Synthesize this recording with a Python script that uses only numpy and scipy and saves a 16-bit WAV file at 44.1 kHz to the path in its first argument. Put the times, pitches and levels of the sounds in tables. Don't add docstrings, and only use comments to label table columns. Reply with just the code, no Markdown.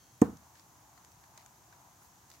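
import sys
import numpy as np
from scipy import signal
from scipy.fft import rfft, irfft
from scipy.io import wavfile

SR = 44100
rng = np.random.default_rng(int(sys.argv[2]) if len(sys.argv) > 2 else 0)


def inscribe(sig):
    pcm = np.round(np.clip(np.atleast_2d(sig).T, -1, 1) * 32767)
    wavfile.write(sys.argv[1], SR, pcm.astype(np.int16))


N = 105840
SHORT_SAMPLES = 8192
TIME_S = np.arange(N) / SR
FREQ_HZ = np.maximum(np.arange(N // 2 + 1) * SR / N, 1)
CRACK_S, THUD_S = .2156, .2171

# frequency in Hz, left-right correlation.
STEREO_CORRELATION = [(100, 0.88794), (280, 0.8232), (480, 0.79), (900, 0.643), (2000, 0.0848),
                      (5000, 0.4615), (12000, -0.15)]
# frequency in Hz, relative level in dB.
AIR_SPECTRUM = [(20, -19.5), (32, -14.5), (50, -3.5), (104, 0), (140, -3.5), (230, -11.5), (313, -9.5),
                (450, -17.5), (1000, -15.5), (1600, -16), (2500, -21.5), (3400, -23), (5100, -21),
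                (6550, -13), (7600, -19.5), (9500, -25.5), (11500, -19.5), (15500, -23.5)]
# frequency in Hz, relative level in dB.
RUSH_SPECTRUM = [(300, -21.5), (540, -17.5), (700, -1.5), (970, 1), (1200, -6.5), (1500, -14.5),
                 (2300, -36)]
# time in seconds, level in dB.
RUSH_SWELL = [(0, -75.5), (.2, -71), (.45, -64.5), (.65, -67.5), (.9, -65.5), (1.15, -68), (1.35, -63.5),
              (1.6, -67.5), (1.8, -64.5), (2.1, -67.5), (2.4, -71)]
# frequency in Hz, level in dB.
FLIGHT_PARTIALS = [(3222, -73.5), (4222, -76.5), (4473, -74), (5612, -77), (5668, -79), (6262, -69.5)]
# frequency in Hz, relative level in dB.
CRACK_SPECTRUM = [(900, -12), (2000, -10), (2800, -10), (3700, -21), (5600, -10), (6800, 1), (8400, -5),
                  (9400, -17.5), (11600, -10.5), (13000, -14.5), (15500, -16)]
# frequency in Hz, level in dB, T60 in seconds.
BLADE_MODES = [(2740, -54, .04), (6900, -49, .04), (7400, -56, .03), (8510, -51, .012), (11560, -59.5, .04)]
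# frequency in Hz, relative level in dB, T60 in seconds,
# left minus right in dB.
STUMP_MODES = [(112, -27.5, .06, -4.5), (154, 8.5, .014, -1.5), (230, 5, .035, -1.5),
               (282.7, -16.5, .08, -1), (462, -9.5, 0.034, -11), (738, -20, 0.04, 6), (920, -8.5, .014, -2),
               (1014, -24, .04, 6), (1194, -12, .014, 0.5), (1215, -57.5, .14, 1.5), (1560, -48, 0.12, 6.5),
               (1841, -19, 0.012, 11.5), (1810, -47, .1, 7), (1956, -28, .014, 3),
               (2400, -29, 0.013766, 0.5)]
# frequency in Hz, relative level in dB.
SCATTER_SPECTRUM = [(30, -30), (55, -21), (115, -27.5), (165, -1), (250, 0), (320, -5), (390, -14.5),
                    (460, -3.5), (620, -29.5), (730, -14), (830, -27.5), (1220, -19), (1550, -33),
                    (2100, -34.5), (3500, -44.5), (8000, -53.5)]
# frequency in Hz, relative level in dB.
BOOM_SPECTRUM = [(40, -21.5), (75, -1), (120, -8.5), (170, 0.5), (230, -13.5), (330, -26), (800, -15.5),
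                 (1300, -18.5), (2500, -41)]
# delay in seconds, gain in dB, low-pass corner in Hz.
YARD_ECHOES = [(0.059, -29, 1200), (0.069, -30.5, 1500), (0.0744, -24.5, 700), (.109, -26, 200)]
# start in seconds, level in dB, T60 in seconds, pitch in Hz.
CLOTH_TICKS = [(.371, -52.5, 0.01763, 6385), (.554, -53.5, 0.028, 1643), (0.596, -52.5, 0.014, 4960),
               (.977, -54.5, 0.03827, 1924), (1.0478, -46.5, 0.013, 6400), (1.118, -56, 0.02192, 6500),
               (1.239, -54, 0.02556, 1700), (1.3763, -45, 0.013, 6638), (1.377, -47.5, 0.023, 1478),
               (1.461, -46.5, 0.015, 6805), (1.726, -56, 0.046, 1490), (2.02, -57.5, .03, 1400),
               (2.301, -46.5, 0.017, 6400), (2.315, -49.5, .018, 4300), (2.338, -54.5, 0.01641, 4800),
               (2.349, -52.5, 0.01548, 1941)]
# frequency in Hz, relative level in dB.
TICK_SPECTRUM = [(20, -75), (150, -45), (400, -21), (800, -9.5), (1300, -2), (2800, -9), (4500, -6),
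                 (6800, -3.5), (8500, -9), (12000, -11), (15500, -13)]
# centre in seconds, level in dB, half width in seconds,
# tilt in dB per octave.
CLOTH_RUBS = [(0.582, -65.5, 0.041, 3.5), (1.399, -63.5, 0.033, 1), (1.735, -66.5, 0.01525, -7.5),
              (2.036, -60.5, 0.0371, 12), (2.331, -63.5, 0.045, 4)]
# frequency in Hz, relative level in dB.
RUB_SPECTRUM = [(20, -70), (150, -35), (400, -15), (1000, -19.5), (2000, 4), (3000, -6), (4500, -1.5),
                (6600, -8), (9000, -12.5), (15500, -17)]


def amp(db):
    return 10 ** (np.asarray(db) / 20)


def pan(db):
    return amp(np.array([[db], [-db]]) / 2)


def add(out, sound, start_s):
    part = out[:, round(start_s * SR):][:, :sound.shape[-1]]
    part += sound[..., :part.shape[1]]


def delay(x, delay_s):
    return irfft(rfft(x) * np.exp(-2j * np.pi * FREQ_HZ * delay_s), N)


def log_interp(points, freq_hz):
    hz, value = np.array(points).T
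    return np.interp(np.log(freq_hz), np.log(hz), value)


def noise(spectrum, tilt_db_oct=0, grain=0, peak_hz=None, size=N):
    freq_hz = np.maximum(np.arange(size // 2 + 1) * SR / size, 1)
    snaps = np.exp(grain * np.repeat(rng.standard_normal(size // 20 + 1), 20)[:size])
    mid, side = rfft(rng.standard_normal((2, size)) * snaps)
    correlation = np.clip(log_interp(STEREO_CORRELATION, freq_hz), -1, 1)
    stereo = mid * np.sqrt(1 + correlation) + np.array([[1], [-1]]) * side * np.sqrt(1 - correlation)
    colour_db = log_interp(spectrum, freq_hz) + tilt_db_oct * np.log2(freq_hz)
    if peak_hz:
        peak_db, width_oct = 8, .2
        colour_db += peak_db * np.exp(-(np.log2(freq_hz / peak_hz) / width_oct) ** 2)
    x = irfft(stereo * amp(colour_db), size)
    return x / x.std()


def envelope(start_s, rise_s, t60_s, hold_s=0, size=N):
    age_s = np.maximum(TIME_S[:size] - start_s, 0)
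    attack = 1 - np.exp(-(age_s / rise_s) ** 2)
    return attack * np.exp(-np.log(1000) * np.maximum(age_s - hold_s, 0) / t60_s)


def mode(hz, db, t60_s, rise_s):
    tone = np.sin(2 * np.pi * hz * TIME_S[:SHORT_SAMPLES])
    return amp(db) * envelope(0, rise_s, t60_s, size=SHORT_SAMPLES) * tone


def outdoors():
    swell_db = np.interp(TIME_S, *np.array(RUSH_SWELL).T)
    rush = amp(swell_db) * noise(RUSH_SPECTRUM)
    return amp(-61.5) * noise(AIR_SPECTRUM) + pan(db=3.5) * rush


def blade():
    out = np.zeros((2, N))
    flight_s = TIME_S[TIME_S < CRACK_S]
    ring = sum(amp(db) * np.sin(2 * np.pi * hz * flight_s) for hz, db in FLIGHT_PARTIALS)
    add(out, ring * envelope(0, rise_s=.0035, t60_s=1, size=len(flight_s)), 0)
    ping = sum(mode(hz, db, t60_s, rise_s=.0002965) for hz, db, t60_s in BLADE_MODES)
    add(out, pan(db=5.5) * ping, CRACK_S)
    return out


def fibre_crack():
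    snap = envelope(CRACK_S, rise_s=.00035, t60_s=.016, hold_s=.0028) * noise(CRACK_SPECTRUM, grain=.22)
    splinters = noise(CRACK_SPECTRUM, tilt_db_oct=-1.5253, grain=.4347)
    tail = envelope(CRACK_S, rise_s=.0017, t60_s=.11) * splinters
    return amp(-35) * snap + amp(-49.5) * tail


def stump_thud():
    direct_lead_s, reflection_s, reflection_lead_s = .00007, .00673, .00025
    ring = sum(pan(pan_db) * mode(hz, db, t60_s, rise_s=.0041) for hz, db, t60_s, pan_db in STUMP_MODES)
    radiation = signal.butter(1, 33, "high", fs=SR, output="sos")
    thud = np.zeros((2, N))
    add(thud, amp(.5) * signal.sosfilt(radiation, ring), THUD_S)
    direct = delay(thud, np.array([[0], [-direct_lead_s]]))
    reflection = delay(thud, np.array([[reflection_s], [reflection_s - reflection_lead_s]]))
    return direct + amp(-8.5) * pan(db=-.5) * reflection


def yard(thud):
    start_s = THUD_S + .008
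    scatter = amp(-30.5) * envelope(start_s, rise_s=.004, t60_s=.25) * noise(SCATTER_SPECTRUM)
    boom = amp(-40) * envelope(start_s, rise_s=.012, t60_s=.45) * noise(BOOM_SPECTRUM)
    out = pan(db=-.3) * (scatter + boom)
    for delay_s, db, corner_hz in YARD_ECHOES:
        dulled = irfft(rfft(thud) / (1 + (FREQ_HZ / corner_hz) ** 2), N)
        out += amp(db) * delay(dulled, delay_s)
    return out


def clothing():
    out = np.zeros((2, N))
    for start_s, db, t60_s, pitch_hz in CLOTH_TICKS:
        tilt_db_oct = 2.6 * np.log2(pitch_hz / 5500)
        tick = noise(TICK_SPECTRUM, tilt_db_oct, peak_hz=pitch_hz, size=SHORT_SAMPLES)
        decay = envelope(0, rise_s=.00012, t60_s=t60_s, size=SHORT_SAMPLES)
        add(out, amp(db) * decay * tick, start_s)
    middle_s = SHORT_SAMPLES / SR / 2
    for centre_s, db, half_width_s, tilt_db_oct in CLOTH_RUBS:
        swell = np.exp(-((TIME_S[:SHORT_SAMPLES] - middle_s) / half_width_s) ** 2)
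        rub = noise(RUB_SPECTRUM, tilt_db_oct, grain=.596, size=SHORT_SAMPLES)
        add(out, amp(db) * swell * rub, centre_s - middle_s)
    return out


def scene():
    thud = stump_thud()
    return outdoors() + blade() + fibre_crack() + thud + yard(thud) + clothing()


def record(dry):
    low_hz, top_hz = 60, 15800
    highpass = signal.butter(2, low_hz, "high", fs=SR, output="sos")
    lowpass = signal.ellip(10, .1, 70, top_hz, fs=SR, output="sos")
    return signal.sosfilt(lowpass, signal.sosfilt(highpass, dry))


dry = scene()
out = record(dry)
inscribe(out)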